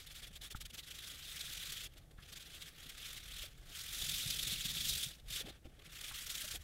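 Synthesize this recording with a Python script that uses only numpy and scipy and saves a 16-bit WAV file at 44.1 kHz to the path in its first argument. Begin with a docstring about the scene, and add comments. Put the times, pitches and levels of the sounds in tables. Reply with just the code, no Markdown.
"""A gloved hand hisses over a leather sheet at time-lapse pace, working in cream in fast strokes, with lifts between.
The hiss is noise swelling with each stroke, ringing near 3.4 kHz and flickering band by band as the glove slips.
Under it the worktable rumbles and drums and the sheet rustles: three shaped noises that rise under a heavy hand.
Cream pops are short tones with a scuff and thump, finger thuds are soft sine cycles, and room hiss lies behind.
One microphone feeds both channels, with a narrow notch near 1 kHz and the top cut away."""
import sys
import numpy as np
from scipy import signal
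from scipy.fft import rfft, irfft, next_fast_len
from scipy.io import wavfile
from scipy.ndimage import uniform_filter1d

SR = 44100
rng = np.random.default_rng(int(sys.argv[2]) if len(sys.argv) > 2 else 0)


def inscribe(sig):
    """Save sig as 16-bit PCM at rate SR to the path in sys.argv[1].

    A 1-D sig is mono; a 2-D sig holds one channel per row.
    Samples are clipped to [-1, 1] before scaling.
    """
    pcm = np.round(np.clip(np.atleast_2d(sig).T, -1, 1) * 32767)
    wavfile.write(sys.argv[1], SR, pcm.astype(np.int16))


N = 292383

# clear strokes, each a swell on top of the drag: full speed at t/s, level/dB of the swell, length t/s
STROKES = [(0.005, -56.5, 0.056), (0.07, -54, 0.025), (0.113, -54.5, 0.048), (0.161, -51.5, 0.06),
           (0.195, -54, 0.037), (0.236, -52, 0.056), (0.274, -53, 0.025), (0.338, -59.5, 0.04),
           (0.364, -51, 0.038), (0.418, -52, 0.023), (0.447, -48.5, 0.087), (0.515, -46, 0.041),
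           (0.564, -51, 0.036), (0.614, -44, 0.034), (0.659, -45.5, 0.025), (0.704, -55, 0.025),
           (0.745, -48, 0.043), (0.787, -47.5, 0.053), (0.84, -56, 0.035), (0.878, -54.5, 0.052),
           (0.913, -50, 0.036), (0.952, -54.5, 0.039), (0.989, -50, 0.019), (1.365, -49, 0.016),
           (1.411, -45, 0.017), (1.535, -46.5, 0.014), (1.724, -44, 0.014), (1.939, -63, 0.014),
           (1.978, -59, 0.033), (2.114, -63, 0.022), (2.294, -56.5, 0.054), (2.33, -49.5, 0.037),
           (2.369, -48.5, 0.048), (2.413, -54, 0.064), (2.549, -54, 0.034), (2.623, -51, 0.021),
           (2.899, -48, 0.024), (2.984, -51.5, 0.025), (3.132, -46.5, 0.013), (3.173, -49, 0.043),
           (3.581, -62.5, 0.019), (4.305, -38, 0.02), (4.345, -47, 0.02), (4.394, -42.5, 0.023),
           (4.433, -39.5, 0.019), (4.477, -40, 0.025), (4.516, -43.5, 0.094), (4.615, -48, 0.035),
           (4.66, -39.5, 0.038), (4.7, -43, 0.052), (4.753, -44, 0.02), (4.868, -46, 0.057),
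           (4.9, -41, 0.058), (4.937, -42, 0.021), (4.956, -40.5, 0.02), (4.976, -47, 0.022),
           (5.011, -47, 0.021), (5.031, -50, 0.049), (5.2, -64, 0.012), (5.308, -44.5, 0.024),
           (5.328, -52, 0.025), (5.355, -46.5, 0.11), (5.468, -49.5, 0.032), (5.494, -49.5, 0.04),
           (5.656, -62, 0.043), (5.797, -64, 0.022), (5.823, -62, 0.013), (5.858, -57, 0.051),
           (6.012, -49, 0.014), (6.044, -48, 0.027), (6.082, -52, 0.064), (6.156, -54, 0.039),
           (6.223, -52, 0.021), (6.267, -51.5, 0.024), (6.307, -46, 0.038), (6.35, -52, 0.03),
           (6.515, -47, 0.029), (6.552, -49.5, 0.057)]
# drag between the clear strokes, one curve for each pass between lifts: t/s, level/dB
DRAG_PASSES = [
    [(0, -61), (.27, -61.5), (.3, -64), (.4, -70.5), (.72, -69), (.85, -63), (1.08, -47.5), (1.17, -53),
     (1.3, -48), (1.7, -45.5), (1.866, -46.5), (1.884, -71)],
    [(2.0, -67.5), (2.07, -77.5), (2.17, -78), (2.19, -66), (2.25, -58.5), (2.33, -70), (2.46, -56),
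     (2.69, -53), (2.725, -65), (2.76, -58), (2.82, -53.5), (2.97, -55.5), (3.06, -45.5), (3.2, -55),
     (3.4, -47), (3.455, -46), (3.478, -59)],
    [(3.56, -69), (3.65, -63), (3.78, -46), (3.86, -49), (3.97, -42), (4.15, -39), (4.3, -41), (4.73, -44),
     (4.8, -38), (4.95, -43.5), (5.05, -41.5), (5.18, -63.5)],
    [(5.24, -75), (5.278, -61), (5.284, -49.5), (5.31, -51.5), (5.375, -44.5), (5.421, -43.5),
     (5.432, -57.5)],
    [(5.56, -62), (5.6, -79.5), (5.77, -70), (5.88, -65.5), (5.94, -52), (6.1, -53), (6.19, -47),
     (6.25, -52), (6.42, -44.5), (6.5, -49), (6.56, -53), (6.59, -67), (6.63, -59)],
]
# colour of the glove's contact: t/s, treble level/dB, level/dB of the body below the hollow
CONTACT_COLOUR = [(0, -3.5, 4), (3.4, -5, 4.5), (3.8, -2, 5.5), (4.2, -4, 1.5), (4.75, -6, 2),
                  (4.9, -3, -0.5), (5.42, -4.5, 4.5), (5.44, -10.5, 4.5), (5.78, -7, 6), (5.95, -2, 7),
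                  (6.63, 0, 6.5)]
# spectrum of the glove's hiss before its resonance and tilt: f/Hz, relative level/dB per Hz
HISS_SPECTRUM = [(850, -24.5), (1340, -15.5), (2400, -10.5), (4400, -9), (7000, -8.5), (12500, -11.5),
                 (15600, -16)]
# spectrum of the table's rumble: f/Hz, relative level/dB per Hz
RUMBLE_SPECTRUM = [(11, -51), (18, -1.5), (43, 0.5), (75, -4.5), (150, -15), (340, -50.5)]
# spectrum of the rustling sheet and sleeve: f/Hz, relative level/dB per Hz
RUSTLE_SPECTRUM = [(150, -46), (260, 0), (500, -2.5), (800, -5.5), (1200, -15.5), (2500, -31)]
# table under a light hand: level/dB of rumble, of drumming, of rustle
LIGHT_HAND_DB = [-60.5, -69, -71.5]
# table under a heavy hand: dB of rumble, of drumming, of rustle gained per dB of hiss above HEAVY_DB
HEAVY_HAND_SLOPES = [0.73, 1.26, 0.6]
# slow swells and short bumps of the table noises: t/s, half length t/s,
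# change in level/dB of rumble, of drumming, of rustle
TABLE_SWELLS = [(0.625, 0.091, 8.5, -6, -4), (3.505, 0.66, 3.5, -1, 0), (4.94, 0.067, 7.5, -1.5, -1),
                (5.3, 0.1, 10.5, 3, 0), (5.453, 0.073, 2, 6.5, 14.5), (6.556, 0.077, 7, 1.5, 5.5)]
# cream pops and knocks: t/s, tone peak level/dB, tone f/Hz, length t/s, scuff level/dB, thump level/dB
POPS = [(0.547, -42.5, 1350, 0.0055, -48, -35), (2.183, -61, 1710, 0.019, -58.5, -45),
        (3.431, -58, 593, 0.02, -64, -63), (5.651, -61.5, 326, 0.038, -61, -43.5),
        (6.112, -60, 1450, 0.01, -47.5, -49), (6.437, -54, 606, 0.023, -110, -46)]
# dull thuds of the hand through the table: t/s, peak level/dB, f/Hz
THUDS = [(4.12, -46, 153), (4.255, -41.5, 136), (4.52, -46, 172), (4.65, -44, 167), (4.86, -49.5, 180),
         (5.06, -46, 144), (5.41, -48.5, 444), (5.443, -46, 206), (5.472, -46, 377), (5.5, -51, 300)]

RISE_SHARE = 0.41     # part of a stroke spent speeding up
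SWELL_POWER = 1.8     # lower makes the start and stop more sudden
FAINT_DB, FAINT_LOW_HZ, FAINT_HIGH_HZ = 3, 16.4, 45.4     # fainter, irregular strokes within the drag
# cavity under the cupped fingers: it shifts with the grip, and sits lower as the body grows
HOLLOW_HZ, HOLLOW_HZ_PER_BODY_DB, HOLLOW_WANDER_HZ = 3578, -33.4, 129
HOLLOW_WIDTH_HZ, HOLLOW_DB = 530, 5
TILT_PIVOT_HZ = 3300     # body below, treble above
HEAVY_DB, HEAVY_S = -47.5, 0.24     # above this hiss, averaged over this long, the hand bears on the table
DRUM_HZ, DRUM_WIDTH_HZ = 133, 86     # broad mode of the table top
THUMP_HZ, THUMP_T60_S, THUMP_RISE_S = 60, 0.013, 0.0026
THUD_CYCLES = 3.04
ROOM_HISS_DB, ROOM_LOW_HZ, ROOM_DULL_HZ = -78.5, 2500, 13300
NOTCH_HZ, NOTCH_WIDTH_HZ, NOTCH_DEPTH = 974, 160, 0.93
CUTOFF_HZ = 15760


def stroke_db():
    """The drag of each pass carries faint strokes; each clear stroke adds a smooth swell of speed."""
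    drag_db = in_time(*np.transpose(np.concatenate(DRAG_PASSES)))
    faint_db = FAINT_DB * np.tanh(wobble(FAINT_LOW_HZ, FAINT_HIGH_HZ))
    speed = from_db(drag_db + faint_db)
    for s, db, length_s in STROKES:
        edges_s = s + length_s * np.array([-RISE_SHARE, 0, 1 - RISE_SHARE])
        at = np.arange(max(round(edges_s[0] * SR), 0), round(edges_s[2] * SR))
        phase = np.interp(at / SR, edges_s, [0, np.pi / 2, np.pi])
        speed[at] += from_db(db) * np.sin(phase) ** SWELL_POWER
    return 20 * np.log10(speed)


def glove(level_db, patchy_db, body_lag, low_lag, treble_lead):
    """Countless micro-slips of rubber on grain make a hiss; each band flickers on its own."""
    s, treble_db, body_db = np.transpose(CONTACT_COLOUR)
    treble_db, body_db = in_time(s, treble_db), in_time(s, body_db)
    hiss = coloured(rng.standard_normal(N), HISS_SPECTRUM)

    hollow_hz = HOLLOW_HZ + HOLLOW_HZ_PER_BODY_DB * body_db + HOLLOW_WANDER_HZ * wobble(1.6, 24.0)
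    hollow_gain = from_db(HOLLOW_DB + 1.64 * wobble(6.5, 33.0))
    hiss = rms_one(hiss + hollow_gain * moving_resonance(hiss, hollow_hz, HOLLOW_WIDTH_HZ))

    # faster strokes sound brighter and thinner
    above_mean_db = level_db - level_db.mean()
    treble_db = treble_db + treble_lead * above_mean_db
    body_db = body_db - body_lag * above_mean_db

    size = next_fast_len(N)
    spectrum, out = rfft(hiss, size), np.zeros(N)
    bin_hz = np.arange(size // 2 + 1) * SR / size
    place = np.clip(4 * np.log2(bin_hz / 1000 + 1e-9), 0, 16)
    for k in range(17):     # overlapping quarter-octave bands from 1 kHz up; the lowest takes all below
        hz = 1000 * 2 ** (k / 4)
        part = irfft(spectrum * np.clip(1 - np.abs(place - k), 0, 1), size)[:N]
        body_share = np.clip(np.log2(TILT_PIVOT_HZ / hz), 0, 1)
        treble_share = np.clip(np.log2(hz / TILT_PIVOT_HZ), 0, 1)
        low_share = np.clip(2 * np.log2(1450.0 / hz), 0, 1)
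        tilt_db = body_db * body_share + treble_db * treble_share
        tilt_db = tilt_db - low_lag * above_mean_db * low_share     # the lowest bands follow speed less
        out += part * from_db(tilt_db + patchy_db * wobble(0.51, 29.6))
    return from_db(level_db) * out


def table(level_db, follow, push_db):
    """Rumble, drumming and rustle come in lumps and rise under a heavy hand; rustle partly tracks strokes."""
    heavy_db = np.clip(uniform_filter1d(level_db, size=round(HEAVY_S * SR)) - HEAVY_DB, 0, None)
    levels_db = np.c_[LIGHT_HAND_DB] + np.c_[HEAVY_HAND_SLOPES] * heavy_db
    for s, half_s, *change_db in TABLE_SWELLS:
        swell = np.sin(in_time([s - half_s, s + half_s], [0, np.pi]))
        levels_db = levels_db + np.c_[change_db] * swell
    rumble_db, drum_db, rustle_db = levels_db

    rumble_gain = from_db(rumble_db + 0.62 * wobble(4.7, 29.0))
    rumble = coloured(rng.standard_normal(N), RUMBLE_SPECTRUM) * rumble_gain

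    # each clear stroke after the first starts with a push, harder the deeper its swell
    at = (np.array(STROKES)[1:, 0] * SR).astype(int)
    swell_db = np.clip(level_db[at] - level_db[at - round(0.022 * SR)], 0, 20)
    pushes = rng.standard_normal(N)
    pushes[at - round(0.012 * SR)] += from_db(push_db + 0.5 * swell_db)
    top = resonance(resonance(pushes, DRUM_HZ, DRUM_WIDTH_HZ), DRUM_HZ, DRUM_WIDTH_HZ)
    drum = rms_one(top) * from_db(drum_db + 2.8 * wobble(2.8, 21.0))

    quick_db = level_db - uniform_filter1d(level_db, size=8000)
    rustle_gain = from_db(rustle_db + follow * quick_db + 2.45 * wobble(1.25, 30.0))
    rustle = coloured(rng.standard_normal(N), RUSTLE_SPECTRUM) * rustle_gain
    return rumble + drum + rustle


def pops():
    """A short rounded tone for the bursting cream, a sudden scuff that dies, a dull push into the table."""
    out = np.zeros(N)
    t = np.arange(SR // 10) / SR
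    thump_shape = from_db(-60 * t / THUMP_T60_S) * (1 - np.exp(-t / THUMP_RISE_S))
    thump = -np.sin(2 * np.pi * THUMP_HZ * t) * thump_shape
    thump = thump / np.abs(thump).max()
    for s, peak_db, hz, length_s, scuff_db, thump_db in POPS:
        tone = np.sin(np.pi * np.clip(t / length_s, 0, 1)) * np.sin(2 * np.pi * hz * t)
        scuff = rms_one(band(rng.standard_normal(len(t)), hz / 1.8, hz * 1.17)) * np.exp(-t / length_s)
        start, late = round(s * SR), round((s + 0.0025) * SR)     # the thump follows 2.5 ms later
        out[start:start + len(t)] += from_db(peak_db) * tone + from_db(scuff_db) * scuff
        out[late:late + len(t)] += from_db(thump_db) * thump
    return out


def thuds():
    """The hand knocks through the table: a few soft sine cycles each, of either sign."""
    out = np.zeros(N)
    for (s, peak_db, hz), sign in zip(THUDS, rng.choice([-1, 1], len(THUDS))):
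        cycles = np.arange(0, THUD_CYCLES, hz / SR)
        swell = np.sin(np.pi * cycles / THUD_CYCLES)
        start = round(s * SR)
        out[start:start + len(cycles)] += sign * from_db(peak_db) * swell * np.sin(2 * np.pi * cycles)
    return out


def room_hiss():
    """Steady band-passed noise behind everything."""
    return from_db(ROOM_HISS_DB) * rms_one(band(rng.standard_normal(N), ROOM_LOW_HZ, ROOM_DULL_HZ))


def from_db(db):
    """Decibels to gain."""
    return 10 ** (np.asarray(db) / 20)


def rms_one(x):
    """Scales to rms 1."""
    return x / np.sqrt(np.mean(x ** 2) + 1e-20)


def in_time(s, values):
    """A curve over seconds, read at every sample."""
    return np.interp(np.arange(N) / SR, s, values)


def coloured(x, spectrum):
    """Shapes x by a spectrum read on a log-frequency axis; rms 1."""
    size = next_fast_len(N)
    hz, db = np.transpose(spectrum)
    bin_hz = np.arange(size // 2 + 1) * SR / size
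    shape_db = np.interp(np.log(bin_hz + 1), np.log(hz), db, left=-60)
    return rms_one(irfft(rfft(x, size) * from_db(shape_db), size)[:N])


def band(x, low_hz, high_hz):
    """Band-pass."""
    return signal.sosfilt(signal.butter(2, [low_hz, high_hz], "band", fs=SR, output="sos"), x)


def wobble(low_hz, high_hz):
    """Random drift between two rates, rms 1; a second of run-in lets the filter settle."""
    return rms_one(band(rng.standard_normal(N + SR), low_hz, high_hz)[SR:])


def resonator(hz, width_hz):
    """Two-pole resonance coefficients, with gain about 1 at the peak."""
    r = np.exp(-np.pi * width_hz / SR)     # pole radius
    return np.array([1, 0, -1]) * (1 - r * r) / 2, [1, -2 * r * np.cos(2 * np.pi * hz / SR), r * r]


def resonance(x, hz, width_hz):
    """A fixed resonance."""
    return signal.lfilter(*resonator(hz, width_hz), x)


def moving_resonance(x, hz, width_hz, size=256):
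    """A resonance whose centre follows hz, block by block."""
    out, state = np.zeros(N), np.zeros(2)
    for i in range(0, N, size):
        out[i:i + size], state = signal.lfilter(*resonator(hz[i], width_hz), x[i:i + size], zi=state)
    return out


def scene():
    """Everything reaches one microphone, sent to both channels."""
    level_db = stroke_db()
    mono = glove(level_db, patchy_db=1.58, body_lag=0.3, low_lag=0.17, treble_lead=0.11)
    mono = mono + table(level_db, follow=0.35, push_db=21.0)
    mono = mono + pops() + thuds() + room_hiss()
    return np.stack([mono, mono])


def record(dry):
    """Subtracting a resonance leaves a narrow notch near 1 kHz; a steep low-pass then cuts the top."""
    ringing = np.stack([resonance(side, NOTCH_HZ, NOTCH_WIDTH_HZ) for side in dry])
    notched = dry - NOTCH_DEPTH * ringing
    return signal.sosfilt(signal.ellip(12, 0.5, 75, CUTOFF_HZ, fs=SR, output="sos"), notched)


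dry = scene()
out = record(dry)
inscribe(out)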